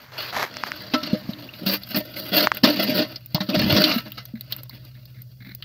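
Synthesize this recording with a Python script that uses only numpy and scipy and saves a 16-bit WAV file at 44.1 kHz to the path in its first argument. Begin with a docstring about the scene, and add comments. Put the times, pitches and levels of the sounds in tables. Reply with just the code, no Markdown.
"""Night water, stones and fish

At night a hand sweeps through shallow water and stones clack, while a phone is carried over a basin of small fish.
Fingers rub, tick and bump the phone's case: random slips and short blows make its shell ring close by.
The water is a spray of tiny grains and rising bubbles; the stones are short falling tones.
Later the fish wriggle faintly as a wet crackle; a far motor hums on as wavering tones over a soft low rumble of air."""
import sys
import numpy as np
from scipy import signal
from scipy.fft import rfft, irfft
from scipy.io import wavfile
from scipy.ndimage import uniform_filter1d

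SR = 44100
rng = np.random.default_rng(int(sys.argv[2]) if len(sys.argv) > 2 else 0)


def dump_mix(stems):
    """Bounce the given channels to the path in sys.argv[1] as a 16-bit WAV at rate SR."""
    frames = np.atleast_2d(stems).T  # one column per channel
    limited = np.clip(frames, -1, 1)  # hard clip at full scale
    pcm = np.round(limited * 32767).astype(np.int16)
    wavfile.write(sys.argv[1], SR, pcm)


N = 248724
TIME = np.arange(N) / SR


def undb(db):
    """Turn decibels into a gain."""
    return 10 ** (np.asarray(db) / 20)


def unit(x):
    """Scale a sound to an rms of 1."""
    return x / np.sqrt(np.mean(x ** 2))


def add(track, s, sound):
    """Mix a sound into the track at time s."""
    i = int(s * SR)
    part = sound[:max(N - i, 0)]
    track[i:i + len(part)] += part


def ring(x, response):
    """Let a signal set off a ringing object, given the object's answer to one click."""
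    return signal.fftconvolve(x, response)[:len(x)]


def colour(x, points, size=4096):
    """Shape the tone to an outline of (frequency [Hz], level [dB]), never sounding ahead of its input."""
    hz, db = np.transpose(points)
    f = np.maximum(np.fft.rfftfreq(size, 1 / SR), 1)
    outline_db = np.interp(np.log(f), np.log(hz), db)
    # folding the cepstrum gives the filter its earliest possible response
    cepstrum = irfft(np.log(undb(outline_db)))
    cepstrum[1:size // 2] *= 2
    cepstrum[size // 2 + 1:] = 0
    return ring(x, irfft(np.exp(rfft(cepstrum))))


def cut(x, hz, kind, order=4):
    """Keep only the lows, the highs or a band (Butterworth filter)."""
    return signal.sosfilt(signal.butter(order, hz, kind, fs=SR, output="sos"), x)


def fade(t, t60):
    """Die away smoothly, by 60 dB in t60 seconds."""
    return np.exp(-np.log(1000) * t / t60)


def walk(rate):
    """Wander smoothly at random, with an rms of 1."""
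    k = int(SR / rate)
    steps = np.repeat(rng.standard_normal(N // k + 1), k)
    return unit(uniform_filter1d(steps, k)[:N])


def grains(rate, spread_db):
    """Scatter tiny clicks of uneven size, about `rate` per second, with an rms of 1."""
    size = undb(spread_db * np.clip(rng.standard_normal(N), -2, 2))
    return unit((rng.random(N) < rate / SR) * rng.choice([-1, 1], N) * size)


def gesture(s, length, attack, t60):
    """Follow one movement as a gain: it rises, holds for its length and dies away."""
    return np.clip((TIME - s) / attack, 0, 1) * fade(np.clip(TIME - s - length, 0, 3 * t60), t60)


# far motor's tones, before their slow swell: (frequency [Hz], rms level [dB])
MOTOR_TONES = [(63.1, -62), (113.0, -52.5), (126.2, -46.5), (169.2, -64.5)]
# tone of the still night air: (frequency [Hz], relative level [dB])
AIR_COLOUR = [(20, -39), (40, -14), (62, 1), (90, 8.5), (125, 13.5), (200, -3), (280, -28), (500, -12),
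              (1100, -48.5), (2000, -43), (2700, -62), (4600, -14.5), (7000, -31.5), (10000, -34),
              (14500, -16)]
AIR_DB = -52


def night():
    """A far motor's tones waver in level and phase over a soft low rumble of air with a faint hiss."""
    hum = 0
    for hz, db in MOTOR_TONES:
        phase = 2 * np.pi * (hz * TIME + rng.random()) + 0.14 * walk(2.1)
        hum = hum + undb(db + 0.76 * walk(4.5)) * np.sqrt(2) * np.sin(phase)
    # the hum grows as the phone turns toward the basin
    facing = undb(np.interp(TIME, [0, .7, 1.1, 4.1], [-11, -8, -3.5, 1]))
    air = unit(colour(rng.standard_normal(N), AIR_COLOUR)) * undb(AIR_DB + 0.66 * walk(11))
    return hum * facing + air


# clear ringing tones of the case: (frequency [Hz], relative level [dB], 60 dB fade [s])
CASE_MODES = [(202.4, 3, 0.28), (257.2, 4.5, 0.095), (298, 1, 0.15), (609, -0.5, .11), (680, -14.5, 0.061),
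              (990, -19, 0.26), (973, -21.5, 0.041), (1077, -1.5, 0.041), (1319.5, -3, 0.19),
              (1495, -7.5, 0.043), (1820, -11.5, 0.29), (2042, -6.5, 0.12), (2778, -5, 0.066),
              (2985, -11.5, 0.091), (3680, -5.5, 0.067), (4310, 1, 0.064), (4500, -6.5, 0.069)]
# outline of its many short overlapping tones: (frequency [Hz], relative level [dB])
CASE_COLOUR = [(40, -9.5), (135, -2.5), (190, 6.5), (310, -9), (375, -22.5), (480, -13.5), (650, -9),
               (850, -16.5), (1400, -7.5), (2300, -14), (4600, -5.5), (5500, -16), (7400, -41.5),
               (16000, -59.5)]
# fine crackle of skin on the case: (frequency [Hz], relative level [dB])
GRIT_COLOUR = [(5000, -17.5), (7300, -24), (8600, -23), (9800, -32.5), (11000, -14), (12300, -1.5),
               (14200, 1), (16000, 0.5)]


def case_responses(dense_t60=0.045, modes_db=-29, mode_scatter_db=1.0, grit_t60=0.018,
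                   split_hz=450, lowest_hz=75, size=10000):
    """The case answers a slip at one random spot: low flexing, ringing shell and fine grit, each of energy 1."""
    t = TIME[:size]
    dense = colour(rng.standard_normal(size) * fade(t, dense_t60), CASE_COLOUR)
    modes = 0
    for hz, db, t60 in CASE_MODES:
        # every spot wakes the modes with its own strength and sign
        strength = rng.choice([-1, 1]) * undb(db + mode_scatter_db * rng.standard_normal())
        modes = modes + strength * np.cos(2 * np.pi * hz * t) * fade(t, t60)
    body = cut(dense + undb(modes_db) * cut(modes, 3800, "low"), lowest_hz, "high", order=3)
    flex = cut(body, split_hz, "low", order=6)
    shell = cut(body, split_hz, "high")
    grit = colour(rng.standard_normal(size) * fade(t, grit_t60), GRIT_COLOUR)
    return [r / np.linalg.norm(r) for r in (flex, shell, grit)]


# fingers' uneven creep on the case as the phone is carried, before its spurts: (time [s], rub level [dB])
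CREEP = [(0, -47.5), (.09, -70), (.3, -54), (.55, -50.5), (1.25, -49), (1.56, -44), (1.86, -48), (2.1, -43),
         (2.6, -51.5), (3.12, -43.5), (3.22, -64.5), (3.5, -42.5), (4.1, -46.5), (4.28, -59.5),
         (4.6, -53.5), (4.85, -59.5), (5.36, -67), (5.64, -59.5)]
CREEP_SHUDDER_DB, CREEP_GRIT_DB = -3, 0  # relative to the rub
CREEP_DB, CREEP_PER_S = 3, 45  # size and rate of its small spurts
# finger strokes across the case, before the slips make them uneven:
# (time [s], held length [s], rub level [dB], low shudder level [dB], fine grit level [dB])
STROKES = [(0.126, .05, -45.5, -75, -53), (0.173, 0.031, -29.5, -71, -35.5),
           (0.204, 0.095, -35.5, -68, -39), (0.494, 0.66, -42, -46.5, -54), (1.022, 0.12, -36.5, -36, -58),
           (1.195, 0.27, -57, -42, -64), (1.609, 0.029, -46, -32, -55), (1.655, 0.085, -26.5, -30.5, -23.5),
           (1.897, 0.018, -32.5, -36, -28), (1.953, 0.029, -28.5, -23, -21),
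           (2.155, 0.14, -36.5, -40.5, -34), (2.314, 0.13, -21.5, -25.5, -24),
           (2.363, 0.011, -16, -25, -17.5), (2.53, 0.041, -37.5, -42, -40), (2.629, 0.082, -22.5, -19, -27),
           (2.72, 0.25, -29.5, -27, -33.5), (2.787, 0.015, -22.5, -26, -26.5),
           (2.941, 0.047, -24.5, -28, -26), (2.982, 0.038, -23.5, -20, -33), (3.484, 0.047, -37, -25, -42),
           (3.535, 0.014, -21, -19, -31), (3.584, 0.098, -24.5, -22.5, -31.5),
           (3.689, 0.12, -20.5, -20.5, -27), (3.811, 0.11, -21.5, -26, -28),
           (3.926, 0.056, -30.5, -33, -34), (4.049, 0.015, -48, -40.5, -51), (4.17, 0.0064, -29, -39, -40),
           (4.496, 0.04, -43, -60, -43)]
STROKE_ATTACK_S, STROKE_T60_S = 0.01, 0.12


def fingers():
    """Finger strokes add their power to the uneven creep of the grip: gains of shudder, rub and grit."""
    creep = undb(np.interp(TIME, *np.transpose(CREEP))) * undb(CREEP_DB * walk(CREEP_PER_S))
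    power = (creep * undb([[CREEP_SHUDDER_DB], [0], [CREEP_GRIT_DB]])) ** 2
    for s, length, rub_db, shudder_db, grit_db in STROKES:
        stroke = gesture(s, length, STROKE_ATTACK_S, STROKE_T60_S)
        power += undb([[shudder_db], [rub_db], [grit_db]]) ** 2 * stroke ** 2
    return np.sqrt(power)


def rubbing(roam_db=8, shudder_db=-1.5, flex_low_hz=175, flex_high_hz=335,
            groan_db=-4, groan_top_hz=1380, count=8):
    """Skin sticks and slips in uneven spurts, while the point of contact roams between several spots."""
    low_gain, rub_gain, grit_gain = fingers()
    slips = grains(rate=3600, spread_db=6.0) * unit(undb(2.12 * walk(130)))
    sharp_slips = unit(slips * undb(3.3 * walk(200)))
    shares = np.array([undb(roam_db * walk(28)) for _ in range(count)])
    shares /= np.linalg.norm(shares, axis=0)
    shudder, scrape = 0, 0
    for share in shares:
        flex, shell, grit = case_responses()
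        shudder = shudder + ring(slips * share, flex)
        # firm pressure also makes the lower ring of the shell groan
        groan = ring(slips * share * low_gain * undb(groan_db), cut(shell, groan_top_hz, "low"))
        rub = ring(slips * share * rub_gain, shell)
        crackle = ring(sharp_slips * share * grit_gain, grit)
        scrape = scrape + groan + rub + crackle
    # the case flexes in a narrow range, and the finger's pressure keeps that flexing at an even strength
    shudder = cut(cut(shudder, flex_high_hz, "low", order=8), flex_low_hz, "high", order=4)
    shudder = shudder / np.sqrt(uniform_filter1d(shudder ** 2, int(0.022 * SR)) + 1e-9)
    return shudder * low_gain * undb(shudder_db) + scrape


# sweeps of the hand through the water: (time [s], held length [s], level [dB])
SWEEPS = [(0.115, 0.18, -43.5), (0.324, 0.031, -29.5), (0.36, 0.078, -25), (0.657, 0.017, -34.5)]
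SWEEP_ATTACK_S, SWEEP_T60_S = .008, 0.14
LAP_DB, TURN_AWAY_S, LAP_FALL_DB_PER_S = -50.5, 1.36, -26  # lapping fades as the phone turns away


def stirring():
    """Each sweep tears the water up, and it laps on in between: the gain of the water."""
    sweeps = sum(undb(db) * gesture(s, length, SWEEP_ATTACK_S, SWEEP_T60_S) for s, length, db in SWEEPS)
    lapping = undb(LAP_DB + LAP_FALL_DB_PER_S * np.maximum(TIME - TURN_AWAY_S, 0))
    return np.hypot(sweeps, lapping)


def bubble(hz, t60, glide=0.25, size=3000):
    """A trapped bubble rings and rises in pitch as it fades."""
    t = TIME[:size]
    tone = np.sin(2 * np.pi * hz * t * (1 + glide * t / t60 / 2))
    return tone * fade(t, t60) * (1 - fade(t, 0.0024))


# tone of the spray: (frequency [Hz], relative level [dB])
WATER_COLOUR = [(40, -29), (150, -7), (400, -5), (750, -1), (1400, 0), (2000, -0.5), (2700, -9.5),
                (4500, -8.5), (6500, -18.5), (9300, -36), (12500, -16.5), (16000, -33)]
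# single drips and bubbles, before their soft onset: (time [s], level [dB], starting pitch [Hz], 60 dB fade [s])
DRIPS = [(.738, -32, 1490, 0.039), (1.49, -27, 2690, 0.031), (2.167, -29.5, 2070, 0.048),
         (3.381, -15, 945, 0.0089), (3.533, -25, 2500, 0.06), (4.505, -49, 1020, 0.044),
         (4.607, -43, 550, 0.038), (4.696, -40.5, 980, 0.026)]


def water(bubble_db=-9, cycles=14, count=900):
    """Torn water makes a spray of droplets and small bubbles, with a few clear drips."""
    spray = unit(colour(grains(rate=3000, spread_db=4.5), WATER_COLOUR))
    bubbles, drips = np.zeros(N), np.zeros(N)
    for when, pitch, strength in rng.random((count, 3)):
        hz = 600 * 4 ** pitch
        add(bubbles, when * N / SR, undb(-16 * strength) * bubble(hz, cycles / hz, size=1200))
    for s, db, hz, t60 in DRIPS:
        add(drips, s, undb(db) * bubble(hz, t60))
    return (spray + undb(bubble_db) * unit(bubbles)) * stirring() + drips


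# wet stones clacking together, with the base of the falling pitch:
# (time [s], tone's peak level [dB], base pitch [Hz], 60 dB fade [s], snap level relative to the tone [dB])
CLACKS = [(0.541, -28, 1900, 0.0039, 0), (.569, -14, 1680, 0.00064, -3.5), (0.6368, -7, 1130, 0.0042, -14),
          (.674, -31, 1360, 0.0057, -18), (0.7184, -11, 1650, 0.0033, -9.5), (2.4716, 3, 1320, 0.0026, -28),
          (2.5176, -1.5, 1310, 0.0036, -17)]


def stones(rise=0.00031, sag=0.58, snap_hz=5200, snap_t60=0.0051, scatter_db=-31, scatter_t60=0.045, size=4000):
    """Each clack is a very short falling tone with a snap, scattered faintly by the bank."""
    out, t = np.zeros(N), TIME[:size]
    for s, db, hz, t60, snap_db in CLACKS:
        falling_hz = hz * (1 + sag * (2 * fade(t, t60) - .5))
        phase = 2 * np.pi * np.cumsum(falling_hz) / SR
        clack = np.sin(phase) * fade(t, t60) * (1 - np.exp(-(t / rise) ** 2))
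        snap = undb(snap_db) * np.sin(2 * np.pi * snap_hz * t) * fade(t, snap_t60)
        scatter = unit(colour(rng.standard_normal(size), WATER_COLOUR)) * fade(t, scatter_t60)
        add(out, s, undb(db) * (clack / np.abs(clack).max() + snap + undb(scatter_db) * scatter))
    return out


def contact(response, length, window=0.007):
    """A blow chatters for a moment; its ring is scaled to start near rms 1."""
    t = TIME[:len(response)]
    y = ring(rng.standard_normal(len(t)) * np.exp(-(t / length) ** 2), response)
    return y / np.sqrt(np.sum(y ** 2) / (window * SR))


# bumps on the case, with levels before the shared trim of the hard parts: (time [s], thud level [dB],
# thud pitch [Hz], thud 60 dB fade [s], knock level [dB], edge level [dB], contact length [s])
BUMPS = [(.936, -11.5, 254.5, 0.12, -8, -11.5, 0.015), (1.030, -22, 286, 0.057, -30, -19.5, 0.009),
         (1.131, 2, 215, .032, -16, -29.5, .017), (1.29, -7, 200, 0.034, -30.5, -32.5, 0.022),
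         (1.662, -15.5, 194, 0.25, -34, -12, 0.045), (1.944, -15, 235, .08, -20, -16, 0.014),
         (1.97, -9.5, 206, 0.048, -51, -21, 0.0015), (2.635, -0.5, 244, 0.096, -6, -2, 0.022),
         (2.883, -16, 264, 0.19, -17, -46.5, 0.0054), (3.345, -3.5, 163, 0.042, -18, -16, 0.021),
         (3.404, -15, 192, 0.12, -19.5, -16.5, .014), (3.488, -10.5, 224, 0.045, -21.5, -18, 0.018),
         (3.578, -8.5, 190, 0.059, -34, -22.5, .0059), (3.729, 0, 153, 0.029, -37, -40, 0.0049),
         (3.761, -7.5, 202.7, 0.16, -16, -8, 0.024), (3.8375, -12.5, 310, 0.18, -27.5, -6.5, 0.009),
         (3.961, -9, 233, 0.069, -39, -38, 0.0051), (4.057, -32, 206, 0.19, -31, -35, .022),
         (4.337, -19.5, 225, .098, -45, -73, 0.0042)]
# a harder contact sends its knock higher: (hardness, edge over thud [dB], knock's upper limit [Hz])
KNOCK_REACH = [(-30, 480), (2, 2180)]
BUMP_GRIT_DB = -13.5  # relative to the edge


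def bumps(edge_hz=2400, rise=0.0026, bump_db=-7.0, lowest_hz=95, hollow_hz=307, hollow_db=-4,
          octave_db=0, swell=0.016, hollow_t60=0.14):
    """A fingertip pushes the case into a thud; harder contacts also wake its knock, edge and grit."""
    out = np.zeros(N)
    for s, thud_db, hz, t60, knock_db, edge_db, length in BUMPS:
        knock_hz = np.interp(edge_db - thud_db, *np.transpose(KNOCK_REACH))
        _, shell, grit = case_responses()
        t = TIME[:len(shell)]
        push = -np.sin(2 * np.pi * hz * t) * fade(t, t60) * (1 - np.exp(-t / rise))
        thud = cut(push, lowest_hz, "high", order=2)
        knock = undb(knock_db) * contact(cut(shell, knock_hz, "low"), length)
        edge = undb(edge_db) * contact(cut(shell, edge_hz, "high", order=2), length)
        crackle = undb(edge_db + BUMP_GRIT_DB) * contact(grit, length)
        # a hollow resonance and its octave swell just after the knock
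        phase = 2 * np.pi * hollow_hz * t
        hollow = np.sin(phase) + undb(octave_db) * np.sin(2 * phase)
        hollow = hollow * (1 - np.exp(-(t / swell) ** 2)) * fade(t, hollow_t60)
        hard = undb(bump_db) * (knock + edge + crackle)
        add(out, s, undb(thud_db) * thud + hard + undb(knock_db + hollow_db) * hollow)
    return out


# clear ticks of the case under the fingers, with levels before the shared trim:
# (time [s], edge level [dB], centre pitch [Hz], grit level [dB])
TICKS = [(1.334, -29.5, 3900, -46), (1.537, -32, 2570, -49), (1.664, -28, 4400, -17.5),
         (1.834, -28, 4320, -34), (1.889, -36, 4480, -30), (2.548, -38, 4880, -21), (2.57, -26, 2820, -20),
         (2.702, -40, 4100, -16.5), (2.84, -34, 5000, -15.5), (3.159, -23, 4660, -45),
         (3.26, -61, 4980, -22.5), (3.346, -15, 4340, -16), (3.839, -8.5, 4430, -35),
         (4.119, -31, 2860, -23), (4.254, -38.5, 5300, -27), (4.409, -31, 4450, -23),
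         (4.523, -17.5, 3700, -16.5), (4.564, -44, 2500, -25), (4.633, -63, 4240, -25),
         (4.695, -33.5, 4700, -33), (4.85, -46, 4500, -36), (5.055, -42, 4930, -40),
         (5.219, -51, 4890, -32), (5.549, -43, 4720, -21), (5.624, -26.5, 2850, -34)]


def ticks(tick_db=-6, length=0.00049, sharpness=4.4, t60=0.26, lowest_hz=1300):
    """Lone slips give a sharp first snap, then a short ring with its own centre pitch, damped by the finger."""
    out = np.zeros(N)
    snap = cut(colour(signal.unit_impulse(256), GRIT_COLOUR), 4000, "high", order=1)
    snap *= undb(8) / np.abs(snap).max()
    for s, edge_db, hz, grit_db in TICKS:
        _, shell, grit = case_responses()
        damping = fade(TIME[:len(shell)], t60)
        edge = cut(signal.lfilter(*signal.iirpeak(hz, sharpness, fs=SR), shell), lowest_hz, "high")
        add(out, s, undb(edge_db) * contact(edge * damping, length))
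        add(out, s, undb(grit_db) * contact(grit * damping, length))
        add(out, s, undb(grit_db) * snap)
    return undb(tick_db) * out


PALM_S, PALM_LENGTH_S, PALM_DB, PALM_LOW_HZ, PALM_HIGH_HZ = 3.56, .2, -24, 100, 210


def palm():
    """The palm presses and drags over the case, which flexes in soft, deep slips."""
    flex = unit(cut(grains(rate=900, spread_db=2), [PALM_LOW_HZ, PALM_HIGH_HZ], "band", order=2))
    return undb(PALM_DB) * flex * gesture(PALM_S, PALM_LENGTH_S, STROKE_ATTACK_S, STROKE_T60_S)


# fish wriggling in the basin, before the flapping: (time [s], level [dB], held length [s])
WRIGGLES = [(4.354, -43.5, 0.014), (4.497, -56, 0.094), (4.708, -47, 0.027), (4.816, -64, 0.022),
            (4.951, -47, 0.013), (5.143, -54, 0.062), (5.403, -45, 0.021), (5.446, -43, 0.072)]
WRIGGLE_T60_S, FLAP_HZ, FLAP_DB = .11, 41.7, 4.5
# slithering, with the basin's low ring: (frequency [Hz], relative level [dB])
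FISH_COLOUR = [(60, -52), (160, 0), (206, 22.5), (260, 9), (450, -14), (1100, -14.5), (1600, -2), (2150, 5),
               (2900, -20), (4000, -0.5), (5500, -23), (9000, -56), (14000, -11)]


def fish(attack=0.002):
    """Wet bodies slither and flutter over each other and softly ring the basin."""
    effort = 0
    for s, db, length in WRIGGLES:
        flapping_db = FLAP_DB * np.cos(2 * np.pi * FLAP_HZ * (TIME - s))
        effort = effort + undb(db + flapping_db) * gesture(s, length, attack, WRIGGLE_T60_S)
    crackle = grains(rate=3500, spread_db=-1)
    return colour(crackle * effort, FISH_COLOUR) / colour(crackle, FISH_COLOUR).std()


def scene():
    """All the sounds add up, the same for both ports of the phone."""
    near = night() + rubbing() + water() + stones() + bumps() + ticks() + palm() + fish()
    return np.array([near, near])


TOP_HZ = 15550


def record(dry, spread_db=-22.0, size=200):
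    """The left port is a little louder in the midrange and the two differ; the phone clips and cuts the top."""
    lean = undb(-19) * cut(dry[0], [1120, 2300], "band", order=3)
    middle = cut(cut(dry[0], 1300, "high", order=6), 2000, "low", order=1)
    smear = unit(rng.standard_normal(size) * np.hanning(size)) / np.sqrt(size)
    spread = ring(middle, smear)
    # what is added on the left is taken away on the right
    ports = dry + (lean + undb(spread_db) * spread) * np.array([[1], [-1]])
    top_cut = signal.ellip(10, .2, 90, TOP_HZ, fs=SR, output="sos")
    return signal.sosfilt(top_cut, np.clip(ports, -.95, .95))


dry = scene()
out = record(dry)
dump_mix(out)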